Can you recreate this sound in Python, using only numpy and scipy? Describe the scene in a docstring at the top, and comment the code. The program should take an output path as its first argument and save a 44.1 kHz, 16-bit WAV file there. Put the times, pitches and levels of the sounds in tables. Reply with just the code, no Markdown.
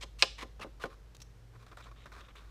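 """Foam ink tool on the edge of a card

A foam tool is swiped five times over a hand-held card, close above a table in a quiet, humming room.
Friction makes each scrape, and the card springs back and flaps in its bending modes. On the second
swipe the edge catches and snaps loudly; the last ends in a knock. Then nails tick on the card and
fingertips rub and nudge it."""
import sys
import numpy as np
from scipy import signal
from scipy.fft import rfft, irfft
from scipy.io import wavfile
from scipy.ndimage import uniform_filter1d

SR = 44100
rng = np.random.default_rng(int(sys.argv[2]) if len(sys.argv) > 2 else 0)


def master_out(mix):
    """Clip the mix to full scale and print it as 16-bit PCM to the path in sys.argv[1]."""
    frames = np.transpose(np.atleast_2d(mix))
    ceiling = np.clip(frames, -1, 1)
    pcm = np.round(ceiling * 32767).astype(np.int16)
    wavfile.write(sys.argv[1], SR, pcm)


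N = 110250
T = np.arange(N) / SR

# modes of the card's edge: pitch_hz, level_db, t60_s
EDGE_MODES = [(1030, -7, .07), (1648, -14.5, 0.09), (1784, -10, 0.049), (2291, 3, 0.019),
              (2595, -4.5, 0.05), (2757, -8, 0.043), (2890, -1.5, .036), (3270, -8.5, 0.054),
              (3740, -9.5, .05), (4110, -5, 0.034), (4200, -6.5, 0.037), (4650, -5, 0.05),
              (5186, -11.5, .045)]


def undb(db):
    """Amplitude ratio of a level in decibels."""
    return 10 ** (np.asarray(db) / 20)


def unit_rms(x):
    """Normalisation to a mean power of 1."""
    return x / np.sqrt(np.mean(x ** 2))


def unit_burst(x):
    """Normalisation of a transient: its loudest 4 ms have rms 1."""
    return x / np.sqrt(uniform_filter1d(x ** 2, size=176).max())


def colour(x, points, tilt_db=0):
    """Minimum-phase filter through (hz, db) points, tilted per octave; white noise keeps its power."""
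    hz, db = np.array(points, float).T
    octave = np.log2(np.maximum(np.fft.rfftfreq(8192, 1 / SR), 10))
    gain_db = np.interp(octave, np.log2(hz), db) + tilt_db * np.maximum(octave, np.log2(hz[0]))
    cepstrum = irfft(np.log(undb(gain_db)))
    half = len(cepstrum) // 2
    causal = 2 * cepstrum[:half] * (np.arange(half) > 0)
    response = irfft(np.exp(rfft(causal, len(cepstrum))))[:half]
    return signal.fftconvolve(x, response / np.linalg.norm(response))[:len(x)]


def resonate(x, hz, q):
    """Forced response of a second-order resonator with quality factor q."""
    return signal.lfilter(*signal.iirpeak(hz, q, fs=SR), x)


def fade(t, t60):
    """Exponential damping from t = 0, by 60 dB in t60 seconds."""
    return (t >= 0) * np.exp(-np.log(1000) * np.maximum(t, 0) / max(t60, 1e-3))


def wander(rate_hz):
    """Slow random modulation: smoothed steps with rms 1."""
    hold = int(SR / rate_hz)
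    steps = np.repeat(rng.standard_normal(N // hold + 1), hold)
    return unit_rms(uniform_filter1d(uniform_filter1d(steps, hold), hold)[:N])


def add(out, start_s, x):
    """Superposition of x on out from start_s on."""
    i = int(np.clip(start_s * SR, 0, N - 1))
    out[i:i + len(x)] += x[:N - i]


def hum(levels, pitch_hz, waver_db, level_rate_hz, waver_hz, pitch_rate_hz):
    """A low sine tone wavers by random amplitude and frequency modulation."""
    level_db = np.interp(T, *np.array(levels).T) + waver_db * wander(level_rate_hz)
    hz = pitch_hz + waver_hz * wander(pitch_rate_hz)
    return undb(level_db) * np.sqrt(2) * np.sin(2 * np.pi * np.cumsum(hz) / SR)


def background():
    """Ambient sound: two hums superposed on steady broadband noise."""
    # course of each hum: time_s, level_db
    lower_levels = [(.85, -52.5), (1.05, -56)]
    upper_levels = [(0, -64), (.4, -68.5), (.8, -77), (1.2, -61.5), (1.45, -58.5), (1.6, -54), (1.76, -64),
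                    (2.1, -66.5), (2.5, -71)]
    # spectrum of the room noise: frequency_hz, level_db
    noise_spectrum = [(20, -2.5), (50, 5), (80, 7), (140, 1), (220, -8), (450, -8), (700, -14.5),
                      (1500, -17.5), (2500, -22), (5500, -26), (10000, -34), (14300, -36), (15500, -48)]
    lower = hum(lower_levels, 51.9, waver_db=2, level_rate_hz=23, waver_hz=1.4, pitch_rate_hz=39)
    upper = hum(upper_levels, 116.7, waver_db=.63, level_rate_hz=7.7, waver_hz=1.1, pitch_rate_hz=11)
    return lower + upper + undb(-60) * colour(rng.standard_normal(N), noise_spectrum)


def room(x):
    """Reverberation: wall echoes in a small room build up to a diffuse, decaying tail."""
    # spectrum of the tail: frequency_hz, level_db
    tail_spectrum = [(150, 0), (500, -4), (1000, -9), (1900, -2.5), (2500, -7.5), (3700, 3.5), (4800, -2.5),
                     (5800, 1.5), (7000, -0.5), (14000, -5.5)]
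    t, build_s = T[:SR], .032
    echoes = rng.standard_normal(len(t)) * fade(t, t60=.38) * np.minimum(t / build_s, 1) ** 2
    tail = colour(echoes, tail_spectrum)
    return undb(-20.5) * signal.fftconvolve(x, tail / np.linalg.norm(tail))[:N]


def friction(strokes, spectrum, attack_s=.00081, release_s=.008, grain=.42):
    """Friction noise: dense, uneven fibre catches, filtered by the card."""
    out, t = np.zeros(N), T[:SR // 4]
    for start, length, db, rise_db, tilt_db in strokes:
        noise = rng.standard_normal(len(t))
        roughness = np.repeat(rng.standard_normal(len(t)), SR // 3000)[:len(t)]
        catches = unit_rms(noise * np.exp(grain * roughness))
        contact = np.minimum(t / attack_s, 1) * np.exp(-np.maximum(t - length, 0) / release_s)
        gain = undb(db + rise_db * (np.minimum(t / length, 1) - .5))
        add(out, start, colour(catches * contact * gain, spectrum, tilt_db))
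    return out


def fingers():
    """Sliding friction of skin: fingertips rub the card and its edge slips between them."""
    # strokes of each kind: start_s, length_s, level_db, rise_db, tilt_db_per_octave
    rubs = [(.797, 0.013, -54.5, 2.5, 0.5), (.90, 0.041, -59.5, -1, 0.5), (1.535, 0.028, -61.5, 10.5, -2.5),
            (1.595, 0.041, -63, 6, 1), (1.664, 0.0062, -55, -5.5, -0.5), (1.68, 0.023, -62.5, -7, 1),
            (1.714, 0.019, -54, -6, -1.5), (1.771, 0.044, -54, 0, 0.5), (1.838, 0.011, -59.5, -0.5, 0.5),
            (1.858, 0.035, -56.5, -6.5, -1), (1.913, 0.0075, -55, -6, -1.5), (1.96, 0.15, -68, -2, 0),
            (2.057, 0.015, -49, -6, -1.5), (2.117, 0.011, -55, 3, 2), (2.135, 0.075, -54.5, 0.5, 0.3),
            (2.206, 0.0056, -58, -6, -1), (2.22, 0.051, -63.5, -1, 0), (2.283, 0.015, -57.5, 3, -2),
            (2.353, 0.032, -57.5, -4.5, 1.5), (2.39, 0.12, -65, -8.5, 1)]
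    slips = [(1.822, 0.032, -63, 3.5, 1.5), (1.96, 0.084, -65.5, 4, -4.5), (2.2075, 0.004, -49, -12, 0.5),
             (2.235, 0.022, -66.5, 2, -5), (2.2855, 0.0049, -59, -9, -6), (2.303, 0.005, -59.5, 2, -14),
             (2.355, 0.036, -60, 1, -2.5)]
    # their spectra: frequency_hz, level_db
    rub_spectrum = [(150, -11.5), (460, -4.5), (880, -9.5), (1120, 3), (1600, -5.5), (2100, -12),
                    (2400, -7), (2900, -20), (3700, -12.5), (4600, -18), (7400, -25.5), (9000, -29),
                    (15500, -38)]
    slip_spectrum = [(800, -28), (2000, -4), (3000, -1.5), (3700, 3), (4600, -14), (7400, -16), (9000, -33),
                     (15500, -37)]
    return friction(rubs, rub_spectrum) + friction(slips, slip_spectrum)


def ticks():
    """Light impacts of the tool's rim or a nail: bright scratches, some with a thin resonance."""
    # impacts on the card: start_s, level_db, t60_s, relative_ring_db, ring_hz
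    flicks = [(0.0325, -48.5, 0.015, -3, 3200), (.427, -47, 0.0094, -4.5, 2850),
              (1.1483, -54.5, .039, -26, 5700), (1.1672, -53.5, 0.0067, -13, 5700),
              (1.2024, -56.5, .06, -19, 5700), (1.2171, -53, 0.043, 1.5, 5620),
              (1.221, -52.5, 0.017, -3.5, 6300), (1.665, -61, .024, -17.5, 4787),
              (1.7705, -57.5, 0.014, -7, 7370), (1.839, -65, .047, 0, 7400)]
    # spectrum of a scratch: frequency_hz, level_db
    nail_spectrum = [(500, -1.5), (1800, -3.5), (4000, 5.5), (7000, -4.5), (11000, -12.5), (15500, -14.5)]
    out, t, bandwidth_hz = np.zeros(N), T[:SR // 8], 250
    for start, db, t60, ring_db, hz in flicks:
        burst = rng.standard_normal(len(t)) * fade(t, t60)
        scratch = unit_burst(colour(burst, nail_spectrum))
        ring = unit_burst(resonate(burst, hz, q=hz / bandwidth_hz))
        add(out, start, undb(db) * (scratch + undb(ring_db) * ring))
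    return out


def table_knock():
    """Impact excites damped modes: tool and hand land with a wooden knock and a deep table bump."""
    knock_age, knock_hz = T - .838, 1484
    bump_age, bump_hz = T - .84, 49
    envelope = np.clip(knock_age * knock_hz / 2, 0, 1) * fade(knock_age, t60=.018)
    knock = unit_burst(envelope * np.sin(2 * np.pi * knock_hz * knock_age))
    bump = fade(bump_age, t60=.41) * np.sin(2 * np.pi * bump_hz * bump_age)
    return undb(-35) * knock + undb(-43) * bump


def bending_wave(t, hz, t60):
    """Dispersion: low bending waves arrive later. Gives the time since arrival and the envelope."""
    lag_at_500_hz_s = .0025
    age = t - lag_at_500_hz_s * np.sqrt(500 / hz)
    return age, np.clip(age * hz, 0, 1) * fade(age, t60)


def flaps():
    """Free vibration: the card springs back or is bumped and rings in its bending modes."""
    # excitations of the card: start_s, level_db, tilt_db_per_octave
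    jolts = [(0.0329, -49.5, -2), (.2245, -29.5, 3), (.229, -35, 3.5), (0.4262, -46.5, -2.5),
             (.445, -50, -7.5), (0.5942, -46, -5.5), (.644, -44, -5), (.665, -48, -9), (0.838, -35, -3),
             (0.852, -42, -1.5), (1.772, -51, 8), (2.059, -55.5, 6), (2.119, -53.5, 11)]
    # main bending modes: pitch_hz, level_db, t60_s
    modes = [(162, -18.5, .09), (245, -6, .08), (344.4, -3, 0.06), (436.2, -6, 0.089), (534, 1, 0.085),
             (792, -9, 0.13), (1050, -0.5, .09), (1216, -1, .08), (1469, 1.5, 0.038), (1928, -11, 0.05)]
    # bands of waves too dense to hear apart: centre_hz, level_db, t60_s
    bands = [(197, -9.5, 0.0797), (298, -2.5, 0.072), (417, -1.5, 0.12), (625, 2, 0.07), (910, 0.5, 0.053),
             (1420, -3.5, 0.07), (2120, -14, .04)]
    out, t = np.zeros(N), T[:SR // 4]
    grip_scatter, lead_s = .015, .00125  # the grip shifts each mode by a random share of its pitch
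    for start, db, tilt_db in jolts:
        shifts = 1 + grip_scatter * rng.standard_normal(len(modes))
        phases = rng.random(len(modes))
        ring = rattle = 0
        for (hz, mode_db, t60), shift, phase in zip(modes, shifts, phases):
            age, envelope = bending_wave(t, hz, t60)
            wave = np.sin(2 * np.pi * (hz * shift * age + phase))
            ring += undb(mode_db + tilt_db * np.log2(hz)) * envelope * wave
        for hz, band_db, t60 in bands:
            _, envelope = bending_wave(t, hz, t60)
            bandpass = signal.butter(2, [hz / 1.25, hz * 1.25], 'band', fs=SR, output='sos')
            band = signal.sosfilt(bandpass, rng.standard_normal(len(t)))
            rattle += undb(band_db + tilt_db * np.log2(hz)) * unit_burst(band * envelope)
        add(out, start - lead_s, undb(db - 1.5) * unit_burst(ring) + undb(db - 2.5) * unit_burst(rattle))
    return out


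def edge_ring(scrape):
    """Forced vibration: scraping keeps the modes of the card's edge ringing."""
    return sum(undb(db / 2) * resonate(scrape, hz, q=np.pi * hz * t60 / np.log(1000))
               for hz, db, t60 in EDGE_MODES)


def swipes():
    """Friction of the foam drives two resonances of the card, set by where the tool meets the edge."""
    # foam strokes: start_s, length_s, level_db, rise_db, tilt_db_per_octave, low_hz, high_hz, hiss_db
    strokes = [(.006, 0.03, -48, 8, 3, 1040, 3240, -8.5), (0.185, 0.061, -49, 3.5, 4.5, 1250, 2760, -3),
               (.377, 0.056, -48, 0.5, 0.2, 1030, 1990, -0.5),
               (0.5932, 0.0056, -51.5, -2.5, 1, 1102, 2720, -2),
               (0.606, 0.03, -45, 0.5, -1.85, 1237, 2605, 6.5),
               (0.809, 0.033, -49, 3.5, -0.5, 1118, 3400, 6.5),
               (0.849, 0.017, -52.5, -9, -0.5, 1200, 4750, 4)]
    # spectrum of the scrape: frequency_hz, level_db
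    foam_spectrum = [(150, -5.5), (600, -6.5), (1100, 0), (1550, -4), (2200, -1), (3300, -4.5), (5500, -11),
                     (8000, -17), (11000, -24.5), (15500, -35.5)]
    out, bandwidth_hz, hiss_above_hz = np.zeros(N), 120, 10000
    for *stroke, low_hz, high_hz, hiss_db in strokes:
        spectrum = [(hz, db + hiss_db * (hz > hiss_above_hz)) for hz, db in foam_spectrum]
        scrape = friction([stroke], spectrum, attack_s=.0079, release_s=.006, grain=.43)
        resonances = sum(resonate(scrape, hz, q=hz / bandwidth_hz) for hz in (low_hz, high_hz))
        out += scrape + undb(1.5) * resonances + undb(-6.5) * edge_ring(scrape)
    return out


def snap():
    """Stick-slip release of the caught edge. Gives a double crack with dying flutter, and its ring."""
    # spectrum of the crack: frequency_hz, level_db
    crack_spectrum = [(150, -33), (1250, -9), (1900, -10), (2350, 3), (2950, 2), (3600, 2), (4800, -2.5),
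                      (6100, -12), (8500, -21.5), (10500, -28.5), (12500, -55.5), (16000, -67)]
    start_s, reslip_s = .2242, .00038  # the edge catches once more just after letting go
    out, ringing, t = np.zeros(N), np.zeros(N), T[:SR // 4]
    impulses = (t == 0) + undb(-5) * np.sinc((t - reslip_s) * SR)
    crack = colour(impulses, crack_spectrum)
    ring = 0
    for hz, db, t60 in EDGE_MODES:
        envelope = np.clip(t * hz / 2, 0, 1) * fade(t, t60)
        ring += undb(db) * envelope * np.sin(2 * np.pi * (hz * t + rng.random()))
    flutter = colour(rng.standard_normal(len(t)) * fade(t, t60=.044), crack_spectrum, tilt_db=1.06)
    add(out, start_s, undb(-10) * unit_burst(crack) + undb(-18) * unit_burst(flutter))
    add(ringing, start_s, undb(-19) * unit_burst(ring))
    return out, ringing


def scene():
    """Direct sound and reverberation add; the snap's ring, the knock and the background stay dry."""
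    crack, ringing = snap()
    handling = fingers() + swipes() + flaps() + ticks() + crack
    return (handling + room(handling) + ringing + table_knock() + background())[None]


def record(dry):
    """Band limiting: a steep low-pass filter cuts the highest treble."""
    cutoff_hz = 15400
    return signal.sosfilt(signal.ellip(8, .2, 70, cutoff_hz, fs=SR, output="sos"), dry)


dry = scene()
out = record(dry)
master_out(out)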